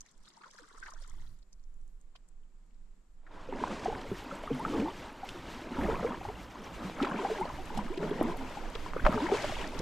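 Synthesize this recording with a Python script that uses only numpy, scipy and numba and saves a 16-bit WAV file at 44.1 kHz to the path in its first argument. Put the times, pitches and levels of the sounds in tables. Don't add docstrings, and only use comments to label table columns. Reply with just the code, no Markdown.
import sys
import numpy as np
from scipy import signal
from scipy.fft import rfft, irfft, next_fast_len
from scipy.io import wavfile
from scipy.ndimage import uniform_filter1d
from numba import njit

SR = 44100
rng = np.random.default_rng(int(sys.argv[2]) if len(sys.argv) > 2 else 0)


def transcribe(signal):
    frames = np.atleast_2d(signal).T
    limited = np.clip(frames, -1, 1)
    pcm = np.round(limited * 32767).astype(np.int16)
    wavfile.write(sys.argv[1], SR, pcm)


def how_loud(loudness_db):
    steps = np.asarray(loudness_db, float) / 20
    return 10 ** steps


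N = 432621


def curve(table):
    s, db = np.transpose(table)
    return np.interp(np.arange(N) / SR, s, db, -120, -120)


def unit(x):
    return x / np.sqrt(np.mean(x ** 2))


def coloured(x, points):
    size = next_fast_len(N)
    hz = np.arange(size // 2 + 1) * SR / size + 1
    hz_at, db = np.transpose(points)
    gain = how_loud(np.interp(np.log(hz), np.log(hz_at), db))
    return unit(irfft(rfft(x, size) * gain, size)[:N])


def band(x, lo_hz, hi_hz):
    sos = signal.butter(2, [lo_hz, min(hi_hz, .45 * SR)], "band", fs=SR, output="sos")
    return unit(signal.sosfilt(sos, x))


def walk(rate):
    k = int(SR / rate)
    steps = np.repeat(rng.standard_normal(N // k + 1), k)
    return 1.25 * uniform_filter1d(uniform_filter1d(steps, k), k)[:N]


def swells(s, hold_s, rise_s, fall_s):
    t = np.arange(N) / SR
    return np.array([np.interp(t, [a - rise_s, a, a + h, a + h + fall_s], [0, 1, 1, 0])
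                     for a, h in zip(s, hold_s)])


@njit
def ring(s, size, hz, cycles, glide, rise):
    out = np.zeros(N)
    for k in range(len(s)):
        start, tau, phase = int(s[k] * SR), cycles[k] * SR / hz[k] / 2, 0.
        for i in range(min(int(5 * tau), N - start)):
            u = i / tau
            phase += 2 * np.pi * hz[k] * (1 + glide[k] * u) / SR
            swell = (1 - np.exp(-u / rise)) * np.exp(-u * (1 + u) / 2)
            out[start + i] += size[k] * swell * np.sin(phase)
    return out


def swarm(count, lo_hz, hi_hz, cycles, glide, spread_db, pitch=np.ones(N)):
    when, big, high, long, climb = rng.random((count, 5)).T
    size = how_loud(np.minimum(-spread_db * np.log(1 - big), 14))
    hz = pitch[(when * N).astype(int)] * lo_hz * (hi_hz / lo_hz) ** high
    return unit(ring(when * N / SR, size, hz, cycles * (0.31 + 1.74 * long), glide * (climb - .2), 0.1))


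def pockets(table, glide, rise, boost_db, after_db, after_s, count=5):
    s, db, hz, cycles = np.transpose(table)
    c = rng.random((len(s), 3 * count + 1)).T
    main = ring(s, how_loud(db + boost_db), hz, np.clip(cycles, 1, 30), glide * (0.4 + c[-1]), rise)
    wait, size, step = c[:-1].reshape(3, count, -1)
    trail_size = how_loud(db + after_db - 25 * wait - 9.1 * size)
    trail_hz = hz * 1.48 ** (step - .4)
    trail = (s + after_s * wait, trail_size, trail_hz, cycles + 0 * wait, glide * step)
    return main + ring(*(v.ravel() for v in trail), rise)


def bursts(table, ms, octaves, boost_db):
    out, u = np.zeros(N), np.arange(2600) / (SR * ms / 1000)
    for s, db, hz in table:
        start = int(s * SR)
        b, a = signal.iirpeak(hz, 1 / octaves, fs=SR)
        puff = signal.lfilter(b, a, signal.lfilter(b, a, rng.standard_normal(len(u))))
        puff = puff * u * np.exp(-u)
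        out[start:start + len(u)] += (how_loud(db + boost_db) * puff / np.abs(puff).max())[:N - start]
    return out


# (time of full pull [s], hold [s], big bubbles over wake [dB], froth over wake [dB],
# pitch of the hollow behind the blade [Hz])
STROKES = [
    (3.582, 0.19, 7.5, 9, 300),
    (4.113, .02, 1, 1.5, 340),
    (4.665, 0.14, 12, 8.5, 283),
    (5.786, 0.33, 10, 11.5, 300),
    (6.812, 0.028, 5.5, 3, 263),
    (7.036, 0.28, 8.5, 13, 260),
    (7.767, 0.015, 9, 9, 206),
    (8.023, 0.28, 11, 11, 329),
    (9.09, 0.2, 7, 12, 270),
]
# (time [s], level [dB])
WAKE = [(3.17, -33), (3.33, -8.5), (3.46, -1.5), (3.58, -0.5), (3.98, 3), (4.3, 1), (5.0, 1.5), (5.2, -2),
        (5.5, 4), (5.68, 2), (6.3, -2), (6.6, -1), (7.6, 1), (7.92, -1.5), (8.7, 1), (9.42, 5.5), (9.6, 7),
        (9.76, 4.5)]


def paddling():
    catch_s, drain_s, froth_drain_s = 0.13, 0.163, 0.3
    wake_hz, climb_per_s = 300, 0.93
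    s, hold_s, big_db, froth_db, hz = np.transpose(STROKES)
    t = np.arange(N) / SR
    pull = swells(s, hold_s, catch_s, drain_s)
    froth = swells(s, hold_s, catch_s, froth_drain_s)
    wake_db = np.interp(t, *np.transpose(WAKE), left=-70)
    last = np.maximum(np.searchsorted(s - catch_s, t) - 1, 0)
    hollow_hz = hz[last] * (1 + climb_per_s * (t - s[last]))
    stirred = np.minimum(pull.sum(axis=0), 1)
    gurgle_hz = wake_hz + stirred * (hollow_hz - wake_hz)
    return wake_db, big_db @ pull, froth_db @ froth, gurgle_hz


def gurgle(level_db, hollow_hz, surge):
    hollow = swarm(count=900, lo_hz=0.79, hi_hz=1.227, cycles=10.2, glide=0.3, spread_db=2.5,
                   pitch=np.maximum(hollow_hz, 150))
    mixed = swarm(count=900, lo_hz=157.8, hi_hz=600, cycles=7.05, glide=0.3, spread_db=2.5)
    wash = band(rng.standard_normal(N), 163, 568)
    return how_loud(level_db - 4.0 + 1.83 * surge) * (hollow + 1.26 * mixed + 1.22 * wash)


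# (frequency [Hz], gain [dB])
HULL = [(500, -1.5), (750, -1), (950, 4), (1100, 0.5), (1350, 0), (2000, -1.5)]


def burble(level_db, surge):
    calm = np.clip((-41.0 - level_db) / 10, .25, 1.4)
    froth = swarm(count=6000, lo_hz=520, hi_hz=2300, cycles=9, glide=0.15, spread_db=2.2)
    froth += calm * band(rng.standard_normal(N), 510, 1350)
    return how_loud(level_db - 0.5 + 2.1 * surge) * coloured(froth, HULL)


# (frequency [Hz], level per Hz [dB])
SPRAY = [(880, -2.5), (1500, 2.5), (2280, -2.5), (3060, -2), (4180, -7), (7750, -13.5), (10400, -26),
         (13300, -32), (14200, -46), (15500, -56)]
# (time [s], hold [s], extra spray [dB])
SHOWERS = [
    (5.267, 0.032, 5.5),
    (7.763, 0.024, 3.5),
    (7.2, .15, 2),
    (9.12, .12, 2),
    (9.347, 0.27, 4.5),
]


def spray(level_db, surge):
    s, hold_s, db = np.transpose(SHOWERS)
    level_db = level_db + db @ swells(s, hold_s, 0.036, 0.054)
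    fizz = swarm(count=12000, lo_hz=1882, hi_hz=14920, cycles=15.7, glide=0.23, spread_db=2.0)
    hiss = rng.standard_normal(N) * how_loud(2.6 * walk(30))
    whole = coloured(0.41 * fizz + hiss, SPRAY)
    body = coloured(whole, [(9000, -24), (11500, -24), (14000, -42)])
    sheen = coloured(whole, [(8000, -32), (10500, -21), (16000, 10)])
    opening_db = np.interp(np.arange(N) / SR, [3.4, 3.9, 4.08], [-38, -20, 1])
    drops = swarm(count=260, lo_hz=4170, hi_hz=12900, cycles=12, glide=0.053, spread_db=4)
    fine = how_loud(0.27 * level_db - 55.5 + opening_db) * (sheen + 0.6 * drops)
    return how_loud(level_db + 1.45 + 0.53 * surge) * body + fine


# (time [s], peak level [dB], pitch [Hz], length [cycles])
GULPS = [(3.488, -34, 463, 11), (3.523, -35.5, 365, 13), (3.614, -33, 389, 10), (3.701, -35, 189, 10.5),
         (4.115, -27, 362, 6.2), (4.512, -26.5, 250, 7.1), (4.117, -32.5, 169, 3.9), (3.88, -27.5, 420, 13),
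         (5.783, -29.5, 246, 9), (5.887, -26.5, 431, 18), (7.033, -21.5, 340, 4.2), (6.046, -23, 435, 15),
         (6.283, -37, 395, 20), (7.015, -22, 247, 9.4), (7.152, -31.5, 201, 10.6), (7.23, -33, 440, 19),
         (7.313, -28.5, 422, 17), (7.772, -31.5, 198, 8), (7.852, -32, 216, 5.3), (7.975, -28.5, 347, 9.9),
         (8.028, -31.5, 412, 14.5), (8.112, -23.5, 368, 7.7), (8.211, -20.5, 300, 4.7),
         (8.753, -33.5, 417, 6.7), (8.964, -23.5, 433, 3.5), (9.062, -20.5, 546, 19),
         (9.093, -21.5, 217, 3), (9.141, -27.5, 213, 7.9), (9.32, -18, 380.5, 10.1), (9.441, -34, 360, 7)]
# (time [s], peak level [dB], pitch [Hz], length [cycles])
PLOPS = [(3.525, -30, 875, 7.8), (3.638, -18, 946, 7.2), (3.858, -20.5, 730, 12.6),
         (3.926, -28.5, 834, 11.4), (4.857, -32, 880, 16), (4.88, -32, 900, 25), (5.232, -31, 766, 18),
         (5.9, -23.5, 890, 6.2), (6.251, -29, 810, 9.3), (6.898, -25.5, 678, 1.3), (7.07, -29, 1020, 10),
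         (7.249, -20.5, 760, 11), (7.454, -31, 587, 6.2), (7.586, -36.5, 746, 42), (7.703, -34.5, 890, 13),
         (7.79, -23, 880, 5.8), (8.212, -17.5, 680, 3.8), (8.571, -32, 814, 16), (9.057, -22.5, 660, 6.9),
         (9.316, -26, 785, 8), (9.441, -25.5, 580, 12),
         (4.312, -32.5, 1310, 17), (4.476, -31, 1210, 14), (4.65, -22, 1250, 12), (7.002, -24, 1260, 9.5),
          (7.047, -24, 1280, 8.6), (7.5, -32, 1000, 13), (8.862, -31.5, 990, 13.4),
          (8.935, -24.5, 1160, 2.8), (8.967, -30, 1240, 10), (8.996, -32, 1460, 16), (9.065, -6, 1050, 2.8),
          (9.126, -27, 1205, 16)]
# (time [s],
# peak level [dB], pitch [Hz], length [cycles], pitch climb [share])
CAVITIES = [(.595, -52.5, 520, 15, -0.074), (1.019, -56, 770, 10, -0.31), (4.32, -36, 520, 22, 0.14),
            (4.504, -24, 445, 12, 0.05), (4.53, -31, 256, 21, -0.022), (4.515, -32, 140, 11, 0.029),
            (4.812, -25.5, 250, 24, 0.3), (4.785, -29.5, 420, 29.5, .1), (4.592, -31.5, 800, 40.7, .25),
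            (7.409, -24, 790, 27, 0.19), (7.425, -38, 2000, 30, 0.087), (7.9, -29.5, 300, 14.3, 0.395),
            (7.295, -29, 450, 20, -0.054), (7.39, -30.5, 400, 26, -.1), (7.78, -29.5, 195, 10.7, 0.036),
            (5.94, -30.5, 950, 20, 0.14), (8.0, -31, 400, 39, .05), (8.26, -30, 330, 30, .05),
            (8.38, -35.5, 270, 37, -.05), (4.69, -31, 262, 14, 0.09), (4.745, -28, 426, 11, .05),
            (9.15, -28.5, 450, 33, -0.07), (7.35, -39, 470, 56.6, -0.25), (7.979, -35.5, 164.5, 37, -0.032),
            (8.225, -28, 231, 16.5, 0.02), (9.216, -23, 249.5, 17.3, 0.356), (9.338, -17, 390, 6.8, 0.16),
            (9.038, -13.5, 24.3, 1.55, 0.14)]
# (time [s], peak level [dB], pitch [Hz], length [cycles])
BEADS = [(3.707, -32, 1060, 8.3), (3.833, -36, 810, 9), (3.899, -27, 764, 9), (4.436, -31.5, 630, 8.3),
         (4.679, -29, 910, 9), (4.737, -30, 1170, 9), (4.796, -34, 694, 9), (4.874, -27, 802, 9),
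         (5.832, -29.5, 573, 9), (5.851, -29, 697, 9), (5.995, -31, 902, 9), (6.026, -31, 552, 9),
         (6.074, -31, 985, 9), (6.108, -28, 918, 9), (6.121, -27, 1160, 10), (6.144, -30, 947, 9),
         (6.212, -33, 740, 9.8), (6.287, -29, 890, 9), (6.299, -31, 715, 9), (6.555, -33.5, 1000, 9),
         (7.118, -27, 1030, 9), (7.189, -31, 988, 9), (7.269, -27, 851, 9), (7.299, -26, 622, 9),
         (7.349, -30, 947, 9), (7.384, -33, 802, 9), (7.749, -33, 877, 9), (7.775, -25.5, 764, 9),
         (8.028, -27.5, 554, 9), (8.129, -34, 1040, 9), (8.249, -31, 956, 9.8), (8.289, -39, 961, 8.2),
         (8.636, -35, 780, 9), (9.084, -16, 608, 7.8), (9.179, -26, 1230, 9), (9.203, -26, 920, 10),
         (9.267, -25.5, 1750, 9), (9.297, -26, 552, 9), (9.495, -27, 748, 9), (9.522, -26, 610, 9),
         (9.568, -28, 886, 9), (9.642, -29, 1730, 9.9), (9.734, -36, 552, 9)]


def single_bubbles():
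    out = pockets(GULPS, glide=0.12, rise=0.094, boost_db=2.3, after_db=-5.5, after_s=.07)
    out += pockets(PLOPS, glide=0.035, rise=0.062, boost_db=0.41, after_db=-3, after_s=.05)
    s, db, hz, cycles, climb = np.transpose(CAVITIES)
    out += ring(s, how_loud(db + 1.5), hz, cycles, climb, 0.26)
    s, db, hz, cycles = np.transpose(BEADS)
    return out + ring(s, how_loud(db - 1.5), hz, cycles, 0.047 + 0 * s, 0.11)


# (time [s], peak level [dB], pitch [Hz])
SPATTER = [(5.289, -31, 2780), (5.29, -41, 9000), (6.43, -54, 11000), (7.402, -46, 8150),
           (7.463, -57, 6500), (7.655, -45, 6800), (7.773, -35.5, 3160), (7.776, -38.5, 7100),
           (8.228, -40.5, 11000), (8.37, -43.5, 10500), (8.752, -30, 2930), (9.05, -41, 3700),
           (9.422, -32, 4240), (9.79, -31.5, 4740),
           (3.6795, -44.5, 5660), (3.7444, -52, 4090), (3.7944, -45, 4670), (3.8467, -41.5, 5350),
         (3.9194, -50, 4840), (4.0123, -42, 4050), (6.5084, -53, 4970), (7.4909, -45, 4730),
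         (8.4964, -47, 4000), (8.6994, -49, 6600), (9.3696, -36.5, 5500), (9.4489, -36, 4100),
         (9.6734, -37, 4900), (9.7174, -50, 5800), (9.7464, -49, 4720)]
# (time [s], peak level [dB], pitch [Hz])
SLAPS = [(2.152, -51, 950), (2.157, -47, 3100), (4.434, -35.5, 895), (7.024, -26.5, 2430),
         (7.047, -29.5, 2190), (9.05, -19.5, 1100), (9.064, -28, 1340), (9.797, -28.5, 420),
         (9.795, -30, 150), (8.029, -32, 1500), (9.441, -27, 800), (9.063, -21, 1400), (7.973, -38, 2600),
         (1.02, -52, 5000), (1.035, -54, 3600), (.585, -52, 5500), (8.755, -33, 1200), (4.797, -35, 2300),
         (5.832, -33, 1800)]


def splashes():
    drops = bursts(SPATTER, ms=1.45, octaves=0.76, boost_db=-0.53)
    return drops + bursts(SLAPS, ms=3.26, octaves=0.84, boost_db=-1.0)


def water(wake_db, big_db, froth_db, gurgle_hz):
    surge = walk(20)
    spray_lag = int(0.016 * SR)
    spray_db = -57.5 + 1.1 * wake_db + 0.34 * np.roll(froth_db, spray_lag)
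    beds = gurgle(-52.5 + wake_db + big_db, gurgle_hz, surge)
    beds += burble(-51.5 + wake_db + froth_db, surge)
    beds += spray(spray_db, surge)
    return beds + single_bubbles() + splashes()


# (time [s], level [dB])
CLOTH = [(0.0, -78.5), (0.15, -85), (0.3, -76), (0.45, -71), (0.7, -69.5), (0.88, -66.5), (1.0, -71.5),
         (1.25, -73), (1.4, -92)]
# (time [s], hold [s], extra crinkle [dB])
FLURRIES = [
    (.05, 0.052, 5.5),
    (0.261, 0.035, 7),
    (0.48, 0.15, 3),
    (0.686, 0.022, 1.5),
    (0.85, 0.059, 4),
    (1.008, 0.028, 8.5),
]
# (time [s], peak level [dB], pitch [Hz])
CREAKS = [(0.058, -56.5, 2000), (0.267, -58, 1360), (0.371, -51, 960), (0.434, -44, 1370),
          (0.531, -60, 1720), (0.582, -43.5, 1510), (0.704, -52, 1280), (0.744, -50.5, 1240),
          (0.774, -48, 1180), (0.826, -38, 1530), (0.859, -41.5, 1700), (0.878, -41.5, 1070),
          (0.917, -43.5, 1160), (.41, -50, 1100), (.455, -49, 1100), (.635, -52, 1300), (.955, -50, 1400),
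          (1.04, -52, 1300), (1.104, -58, 1270), (3.264, -48, 1600)]
# (time [s], peak level [dB], pitch [Hz])
TICKS = [(.007, -37, 6500), (0.0628, -53, 6330), (0.178, -57, 6860), (.288, -54, 7500), (.337, -56, 5500),
         (0.5107, -49, 5840), (0.8006, -49, 6900), (0.834, -50, 4930), (0.9053, -46, 6700),
         (0.937, -44, 5900), (1.0765, -49, 6600), (1.0969, -46.5, 7200), (1.427, -60, 4140),
         (1.5294, -49, 5700), (1.6382, -59, 5710), (2.0123, -58, 7300), (2.287, -55.5, 7850),
         (0.1132, -53, 7050), (0.2339, -62, 8660), (0.2549, -54, 3820), (0.279, -51, 3660),
         (0.3023, -53, 3600), (0.3681, -51.5, 5270), (0.4185, -58, 2590), (0.4395, -57, 3560),
         (0.4599, -58, 4950), (0.4799, -53, 4410), (0.5412, -54, 6890), (0.5632, -51, 6380),
         (0.5806, -48, 5020), (0.5944, -52, 4920), (0.6729, -59, 4020), (0.6869, -54, 7260),
         (0.7393, -58, 6850), (0.7767, -54, 5480), (0.7827, -51, 7240), (0.86, -51, 5530),
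         (0.8794, -53, 5740), (1.0221, -49, 5240), (1.0394, -56, 3840), (1.3887, -62, 6750),
         (1.5958, -67, 4220), (1.741, -66, 7110), (1.8128, -66, 6870), (1.8772, -62, 7760),
         (2.4339, -69, 2780), (2.6629, -70, 7560), (2.7073, -70, 2650), (2.7447, -66, 4710)]


def cloth():
    rub_db = curve(CLOTH)
    s, hold_s, db = np.transpose(FLURRIES)
    crinkle_db = np.minimum(-71.5 + 0.58 * (rub_db + 65.5), rub_db + 7)
    rub = swarm(count=5000, lo_hz=874, hi_hz=2145, cycles=10.3, glide=0.16, spread_db=2.0)
    rub += 0.49 * swarm(count=900, lo_hz=300, hi_hz=746, cycles=5.1, glide=-0.069, spread_db=3)
    crinkle = swarm(count=7000, lo_hz=3080, hi_hz=9000, cycles=8, glide=0.027, spread_db=3.0)
    crinkle += 0.4 * band(rng.standard_normal(N), 2600, 7800)
    crinkle = crinkle * how_loud(1.0 * walk(68.3) + db @ swells(s, hold_s, 0.009, 0.013))
    creaks = bursts(CREAKS, ms=5.0, octaves=0.29, boost_db=-0.37)
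    ticks = bursts(TICKS, ms=0.95, octaves=0.36, boost_db=-0.1)
    return how_loud(rub_db + 3.5) * rub + how_loud(crinkle_db + 2.5) * crinkle + creaks + ticks


# (time [s], level [dB])
BREEZE = [(0.0, -57), (0.12, -74), (0.19, -49), (0.3, -73), (0.72, -65), (0.85, -48.5), (1.17, -39),
          (1.45, -50), (1.9, -44), (2.15, -53), (3.15, -49.5), (4.75, -47), (5.0, -57), (5.7, -49),
          (5.85, -39.5), (6.5, -55.5), (7.6, -43), (9.81, -41.5)]
# (time [s], hold [s], level [dB])
GUSTS = [(1.125, 0.22, -56.5), (3.616, 0.029, -55), (4.112, 0.031, -56), (4.605, 0.176, -63),
         (5.8, 0.28, -46), (5.3, .1, -59), (6.202, .08, -53.5), (6.7, 0.18, -60), (7.107, 0.08, -62),
         (7.538, 0.25, -54.5), (8.392, 0.17, -66), (9.007, 0.24, -45)]


def breeze(wake_db):
    still_db, moving_db = -85.5, -57.5
    s, hold_s, db = np.transpose(GUSTS)
    gusts = how_loud(still_db) + how_loud(moving_db + wake_db)
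    gusts = gusts + how_loud(db) @ swells(s, hold_s, rise_s=0.071, fall_s=0.033) ** 2
    rumble = coloured(rng.standard_normal(N),
                      [(6, -38), (14, 11.5), (28, 2.0), (45, -12.5), (70, -33), (140, -64.5)])
    buffet = coloured(rng.standard_normal(N),
                      [(25, -22), (50, 3.5), (80, -3.5), (120, -4), (250, -20.5), (420, -47)])
    return how_loud(curve(BREEZE)) * rumble + gusts * buffet * how_loud(3.1 * walk(14))


# (frequency [Hz], level per Hz [dB])
LAKE = [(53, -42), (90, -19), (177, 1), (282, -7.5), (698, -16.5), (1110, -16.5), (3190, -28), (6300, -30),
        (7300, -21), (8500, -29), (14000, -90)]


def lake():
    return how_loud(-74 + 0.5 * walk(6.4)) * coloured(rng.standard_normal(N), LAKE)


def scene():
    wake_db, *strokes = paddling()
    return np.tile(water(wake_db, *strokes) + cloth() + breeze(wake_db) + lake(), (2, 1))


# (time [s], top frequency [kHz])
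TOP_KHZ = [(3.15, 13.6), (3.22, 11.5), (3.45, 13.2), (4.0, 14.1), (4.04, 20)]


def limit_treble(mid):
    mid = signal.sosfilt(signal.butter(6, 14300, fs=SR, output="sos"), mid)
    hz, s, z = signal.stft(mid, SR, nperseg=1024)
    over_khz = hz[:, None] / 1000 - np.interp(s, *np.transpose(TOP_KHZ))
    return hz, s, z * how_loud(-45 * np.clip(over_khz, 0, 1))


# (frequency [Hz], sound leaning left [share], unrelated between ports [share])
PORTS = [(40, -0.25, 0.23), (150, -0.034, 0.028), (400, 0, 0.16), (1000, 0.11, 0.32), (4040, 0.1, 0.57),
         (8000, 0.27, 0.58), (13000, 0.81, 0.66)]
# (time [s], width [0-1], always stereo above [kHz])
OPEN = [(3.2, 1, 11), (3.45, .3, 14), (3.92, .3, 13), (4, .72, 11), (4.05, 0, 11), (5.73, 0, 11),
        (5.76, .4, 10.5), (6.2, .52, 9), (7, .7, 6.5), (7.55, .72, 6.5), (7.7, 1, 5)]
RANGES_HZ = [120, 350, 1600]
THRESHOLDS = [(.02, .33), (.22, .66), (.28, .8), (.45, 1)]


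def port_difference(hz, s, z):
    hz_at, lean, unrelated = np.transpose(PORTS)
    turn = np.exp(2j * np.pi * rng.random(z.shape))
    drifting = 0.57 * np.outer(hz > 110, s < 3.2)
    loose = np.interp(hz, hz_at, unrelated)[:, None] + drifting
    side = z * (np.interp(hz, hz_at, lean)[:, None] + loose * turn)
    times, width, top_khz = np.transpose(OPEN)
    first, full = np.transpose(THRESHOLDS)[:, np.searchsorted(RANGES_HZ, hz), None]
    chance = (np.interp(s, times, width) - first) / (full - first)
    third = (3 * np.log2(hz / 20 + 1)).astype(int)
    patch = rng.random((40, len(s) // 4 + 1))[third][:, np.arange(len(s)) // 4]
    keep = (patch < chance) | (hz[:, None] > 1000 * np.interp(s, times, top_khz))
    return side * keep


def low_pass(x):
    return signal.sosfilt(signal.butter(12, 15700, fs=SR, output="sos"), x)


def record(dry):
    hz, s, z = limit_treble(dry.mean(axis=0))
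    mid = signal.istft(z, SR, nperseg=1024)[1][:N]
    side = signal.istft(port_difference(hz, s, z), SR, nperseg=1024)[1][:N]
    return low_pass(np.array([mid + side, mid - side]))


dry = scene()
out = record(dry)
transcribe(out)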